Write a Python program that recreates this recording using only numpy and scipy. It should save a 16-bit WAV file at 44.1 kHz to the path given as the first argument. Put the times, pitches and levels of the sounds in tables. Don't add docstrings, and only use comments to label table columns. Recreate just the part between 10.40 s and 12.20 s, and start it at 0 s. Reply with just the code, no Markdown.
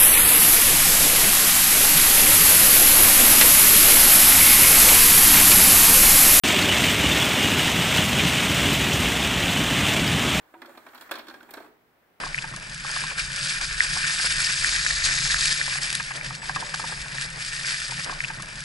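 import sys
import numpy as np
from scipy import signal
from scipy.fft import rfft, irfft, next_fast_len
from scipy.io import wavfile
from scipy.ndimage import uniform_filter1d

SR = 44100
rng = np.random.default_rng(int(sys.argv[2]) if len(sys.argv) > 2 else 0)


def to_wav(sig):
    pcm = np.clip(np.atleast_2d(sig), -1, 1) * 32767
    pcm = np.round(pcm).astype(np.int16)
    wavfile.write(sys.argv[1], SR, pcm.T)


N = 79380
TIME_S = np.arange(N) / SR
FFT_SIZE = next_fast_len(2 * N, real=True)
FREQ_HZ = np.maximum(np.fft.rfftfreq(FFT_SIZE, 1 / SR), 1)
PAN = np.array([[.5], [-.5]])

BAND_EDGES_HZ = [226, 500, 2400, 5500, 17000]
# (rise [s], t60 [s], left-right correlation [-], left lead [ms])
BAND_RESPONSE = [(0.0015, 0.076, 0.98, 0.039), (0.0012, 0.076, 0.84, 0.019), (0.0012, 0.038, 0.74, 0.094),
                 (0.0003, 0.021, 0.31, 0.014)]
# (time [s], thud [dB], clack [dB], snap [dB], tick [dB])
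KNOCK_EVENTS = [(0.1389, -44, -41.5, -68, -57), (0.2178, -57, -37.5, -40, -44),
                (0.224, -41, -47.5, -62, -74), (0.247, -46, -42, -58, -77), (0.258, -48, -53, -44.5, -52),
                (0.293, -46, -45, -58, -50), (0.35, -56.5, -46.5, -70, -65),
                (0.374, -42.5, -40, -42.5, -46.5), (0.4645, -49.5, -38.5, -49.5, -48.5),
                (0.486, -46.5, -50, -49, -54), (0.533, -55, -45, -56, -70), (0.547, -76, -40.5, -44, -45),
                (0.554, -72, -49, -43, -49), (0.577, -55, -46, -42.5, -46), (0.61, -74, -43, -38, -37.5),
                (0.62, -64, -43, -45, -40.5), (0.657, -58, -56, -53, -80), (0.692, -50.5, -37.5, -49, -74),
                (0.7109, -30, -27.5, -29, -29.5), (0.7142, -43, -29, -26, -26), (0.738, -33, -36, -34, -43),
                (0.754, -50, -34, -31.5, -36.5), (0.775, -45, -36, -55, -50), (0.785, -48, -47, -38, -42.5),
                (0.792, -41, -37.5, -34, -60), (.869, -57, -44.5, -41, -46.5),
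                (0.883, -40.5, -41.5, -36, -43.5), (0.897, -52, -42, -39.5, -50),
                (0.909, -46, -44, -52, -48), (0.94, -42.5, -40, -42, -48.5), (1.004, -66, -47, -50, -68),
                (1.029, -48, -46.5, -50, -47.5), (1.09, -48.5, -43, -73, -52),
                (1.108, -46, -47.5, -42.5, -40.5), (1.1376, -44, -35, -37, -34),
                (1.170, -37, -42, -44, -49), (1.176, -43.5, -37.5, -47, -53), (1.202, -40, -45.5, -50, -53),
                (1.222, -56, -48, -64, -57), (1.243, -58, -47, -57, -64), (1.262, -47, -49.5, -57, -58)]
# (time [s], frequency [Hz], level [dB], t60 [s])
RING_EVENTS = [(.141, 741, -50.5, 0.26), (.151, 948, -41.5, 0.071), (.160, 338.3, -49.5, 0.51),
               (0.219, 1660, -33, 0.028), (.221, 2029, -38, 0.039), (.222, 273, -49, 0.19),
               (0.281, 560, -42.5, 0.1), (0.714, 1643, -32.5, 0.1), (.712, 551, -30.5, 0.061),
               (.712, 647, -28.5, 0.046), (0.713, 1076, -39, 0.048), (.713, 3460, -35.5, 0.052),
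               (0.735, 1564, -40.5, 0.15), (.79, 243.7, -55.5, 1.5), (.88, 308, -49.5, 0.22),
               (.882, 1492, -42, 0.076), (.909, 1576, -39, 0.058), (0.94, 1623, -40, 0.087),
               (1.009, 1513, -34.5, 0.022), (1.136, 1567, -31.5, 0.027), (1.139, 3940, -40.5, 0.037),
               (1.139, 5470, -40, 0.018), (1.172, 1547, -43, 0.11), (1.173, 289, -49, 0.19),
               (1.176, 427, -49, 0.29), (1.203, 668, -34, 0.037)]
# (time [s], level [dB])
TICK_EVENTS = [(0.257, -44), (.547, -40), (0.628, -45), (0.785, -32.5), (1.1069, -31.5)]
# (time [s], level [dB])
MOTOR_EFFORT = [(0, -13), (.16, -7.5), (.25, -4), (.30, 2), (.44, -3), (.60, 1), (.69, -3), (.80, -1.5),
                (.96, -1), (1.06, -6), (1.16, 1.5), (1.26, -1.5), (1.31, -16), (1.38, -26)]
MOTOR_BANDS_DB = [-55, -54, -63, -58.5]
# (frequency [Hz], width [Hz], gain [dB])
CASE_MODES = [(242.7, 9.2, 8), (312, 33, 5), (351.4, 28, 7), (399, 11.4, 5), (541, 42, 6), (640, 41, 5.5),
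              (1465, 28, 4), (1622, 173, 6.5), (2178, 26, 5), (3366, 66, 4.5), (7100, 100, 4),
              (11900, 150, -5.5)]
# (frequency [Hz], gain [dB])
CASE_COLOUR = [(120, -18), (260, -10.5), (480, -16), (750, -3), (1150, -2.5), (1650, -8), (2400, -12),
               (4200, -7.5), (5400, -17), (8000, -6.5), (10500, -12.5), (13500, -8)]
# (frequency [Hz], left minus right [dB])
CASE_BALANCE = [(200, 3), (700, -1.5), (1290, -2), (2100, -10), (3400, -2), (8000, -7.5), (12000, 13),
                (15000, 4.5)]
# (time [s], level [dB])
SLIDE_ENVELOPE = [(.2, -73), (.33, -65.5), (.68, -52.5), (.72, -75)]
# (frequency [Hz], relative density [dB])
SLIDE_SPECTRUM = [(500, -25.5), (1100, -1.5), (1800, 4), (2900, -18.5), (5600, -18), (8200, -20),
                  (10200, -31), (14000, -12)]
# (time [s], level [dB])
DRUM_ENVELOPE = [(0, -59.5), (.13, -66), (1.25, -57.5), (1.4, -69), (1.8, -68.5)]
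# (frequency [Hz], relative density [dB])
DRUM_SPECTRUM = [(120, 2.5), (260, 6), (800, 11), (1700, 5), (3000, -5.5), (6000, -12), (10500, -50),
                 (15000, -4.5)]
# (t60 [s], level [dB])
ROOM_TAILS = [(0.5, -4), (0.47, -9), (0.36, -10), (0.22, -10)]
# (frequency [Hz], relative density [dB])
FLOOR_SPECTRUM = [(15, -34), (25, -10), (145, -2.5), (516, -0.5), (840, -6.5), (2050, -8), (6560, -26.5),
                  (16000, -19)]
# (frequency [Hz], left-right correlation [-])
DIFFUSE_CORRELATION = [(60, 0.44), (290, 0.8), (640, 0.43), (1410, 0.097), (3100, 0.019)]


def from_db(db):
    return 10 ** (np.asarray(db) / 20)


def unit_rms(x):
    return x / np.sqrt(np.mean(x ** 2) + 1e-20)


def decay(age_s, t60_s):
    return from_db(-60 * age_s / t60_s)


def envelope(rows):
    return from_db(np.interp(TIME_S, *np.transpose(rows)))


def per_bin(rows):
    hz, value = np.transpose(rows)
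    return np.interp(np.log(FREQ_HZ), np.log(hz), value)


def shape(x, gain):
    return irfft(rfft(x, FFT_SIZE) * gain, FFT_SIZE)[..., :N]


def bandpass(x, band):
    return signal.sosfilt(signal.butter(4, BAND_EDGES_HZ[band:band + 2], "band", fs=SR, output="sos"), x)


def highpass(x, hz, order):
    return signal.sosfilt(signal.butter(order, hz, "high", fs=SR, output="sos"), x)


def noise_tail(length, t60_s, gap_s=0):
    age_s = TIME_S[:length]
    fade = decay(age_s, t60_s) * (age_s >= gap_s)
    return rng.standard_normal((2, length)) * fade / np.linalg.norm(fade)


def diffuse(pair):
    correlation = per_bin(DIFFUSE_CORRELATION)
    mid = shape(pair[0], np.sqrt((1 + correlation) / 2))
    side = shape(pair[1], np.sqrt((1 - correlation) / 2))
    return np.array([mid + side, mid - side])


def diffuse_noise(spectrum):
    noise = diffuse(rng.standard_normal((2, N)))
    return unit_rms(shape(noise, from_db(per_bin(spectrum))))


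def vibration(band):
    correlation, lead_ms = BAND_RESPONSE[band][2:]
    noise = bandpass(rng.standard_normal((2, N)), band)
    width_hz = BAND_EDGES_HZ[band + 1] - BAND_EDGES_HZ[band]
    local_power = uniform_filter1d(noise ** 2, int(4 * SR / width_hz) + 32, axis=1)
    mid, side = noise / np.sqrt(local_power + 1e-9)
    mid, side = np.sqrt(1 + correlation) * mid, np.sqrt(1 - correlation) * side
    left = shape(mid + side, np.exp(2j * np.pi * FREQ_HZ * lead_ms / 1000))
    return unit_rms(np.array([left, mid - side]))


def knocks(band):
    rise_s, t60_s = BAND_RESPONSE[band][:2]
    age_s = TIME_S[:SR // 4]
    blow = (1 - np.exp(-age_s / rise_s)) * decay(age_s, t60_s)
    blow /= blow.max()
    power = np.zeros(N + len(blow))
    for time_s, *levels_db in KNOCK_EVENTS:
        start = int(time_s * SR)
        power[start:start + len(blow)] += (from_db(levels_db[band]) * blow) ** 2
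    return np.sqrt(power[:N]) * vibration(band)


def ringing_parts(rise_s=0.0015, balance_db=-3):
    notes = 0
    for time_s, hz, db, t60_s in RING_EVENTS:
        age_s = np.maximum(TIME_S - time_s, 0)
        fade = (1 - np.exp(-age_s / rise_s)) * decay(age_s, t60_s)
        notes += from_db(db) * fade * np.sin(2 * np.pi * hz * age_s)
    return notes * from_db(balance_db * PAN)


def ticks(rise_s=0.0003, t60_s=0.026, low_hz=11600):
    times_s, levels_db = np.transpose(TICK_EVENTS)
    age_s = np.maximum(TIME_S - times_s[:, None], 0)
    fades = (1 - np.exp(-age_s / rise_s)) * decay(age_s, t60_s)
    treble = unit_rms(highpass(vibration(band=3), low_hz, order=4))
    return (from_db(levels_db) @ fades) * treble


def motor(band):
    return from_db(MOTOR_BANDS_DB[band]) * envelope(MOTOR_EFFORT) * vibration(band)


def inner_echoes(x, t60_s=0.031, wet_db=-3.5, low_hz=2400):
    taps = highpass(noise_tail(SR // 20, t60_s), low_hz, order=2)
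    return x + from_db(wet_db) * signal.fftconvolve(x, taps, axes=1)[:, :N]


def case(x):
    for hz, width_hz, gain_db in CASE_MODES:
        radius = np.exp(-np.pi * width_hz / SR)
        b = np.array([1, 0, -1]) * (1 - radius ** 2) / 2
        a = [1, -2 * radius * np.cos(2 * np.pi * hz / SR), radius ** 2]
        x = x + (from_db(gain_db) - 1) * signal.lfilter(b, a, x)
    return shape(x, from_db(per_bin(CASE_COLOUR) + PAN * per_bin(CASE_BALANCE)))


def cassette_slide():
    return envelope(SLIDE_ENVELOPE) * diffuse_noise(SLIDE_SPECTRUM)


def head_drum():
    return envelope(DRUM_ENVELOPE) * diffuse_noise(DRUM_SPECTRUM)


def room(x, gap_s=0.0086):
    length, tail = SR * 3 // 4, 0
    for band, (t60_s, wet_db) in enumerate(ROOM_TAILS):
        tail += from_db(wet_db) * bandpass(noise_tail(length, t60_s, gap_s), band)
    return x + signal.fftconvolve(x, diffuse(tail)[:, :length], axes=1)[:, :N]


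def noise_floor(level_db=-66):
    return from_db(level_db) * diffuse_noise(FLOOR_SPECTRUM)


def scene():
    mechanism = sum(knocks(band) + motor(band) for band in range(4)) + ticks()
    machine = case(inner_echoes(mechanism)) + ringing_parts()
    return room(machine) + cassette_slide() + head_drum() + noise_floor()


def record(dry, cutoff_hz=15750):
    return signal.sosfilt(signal.ellip(12, .2, 70, cutoff_hz, fs=SR, output="sos"), dry)


dry = scene()
out = record(dry)
to_wav(out)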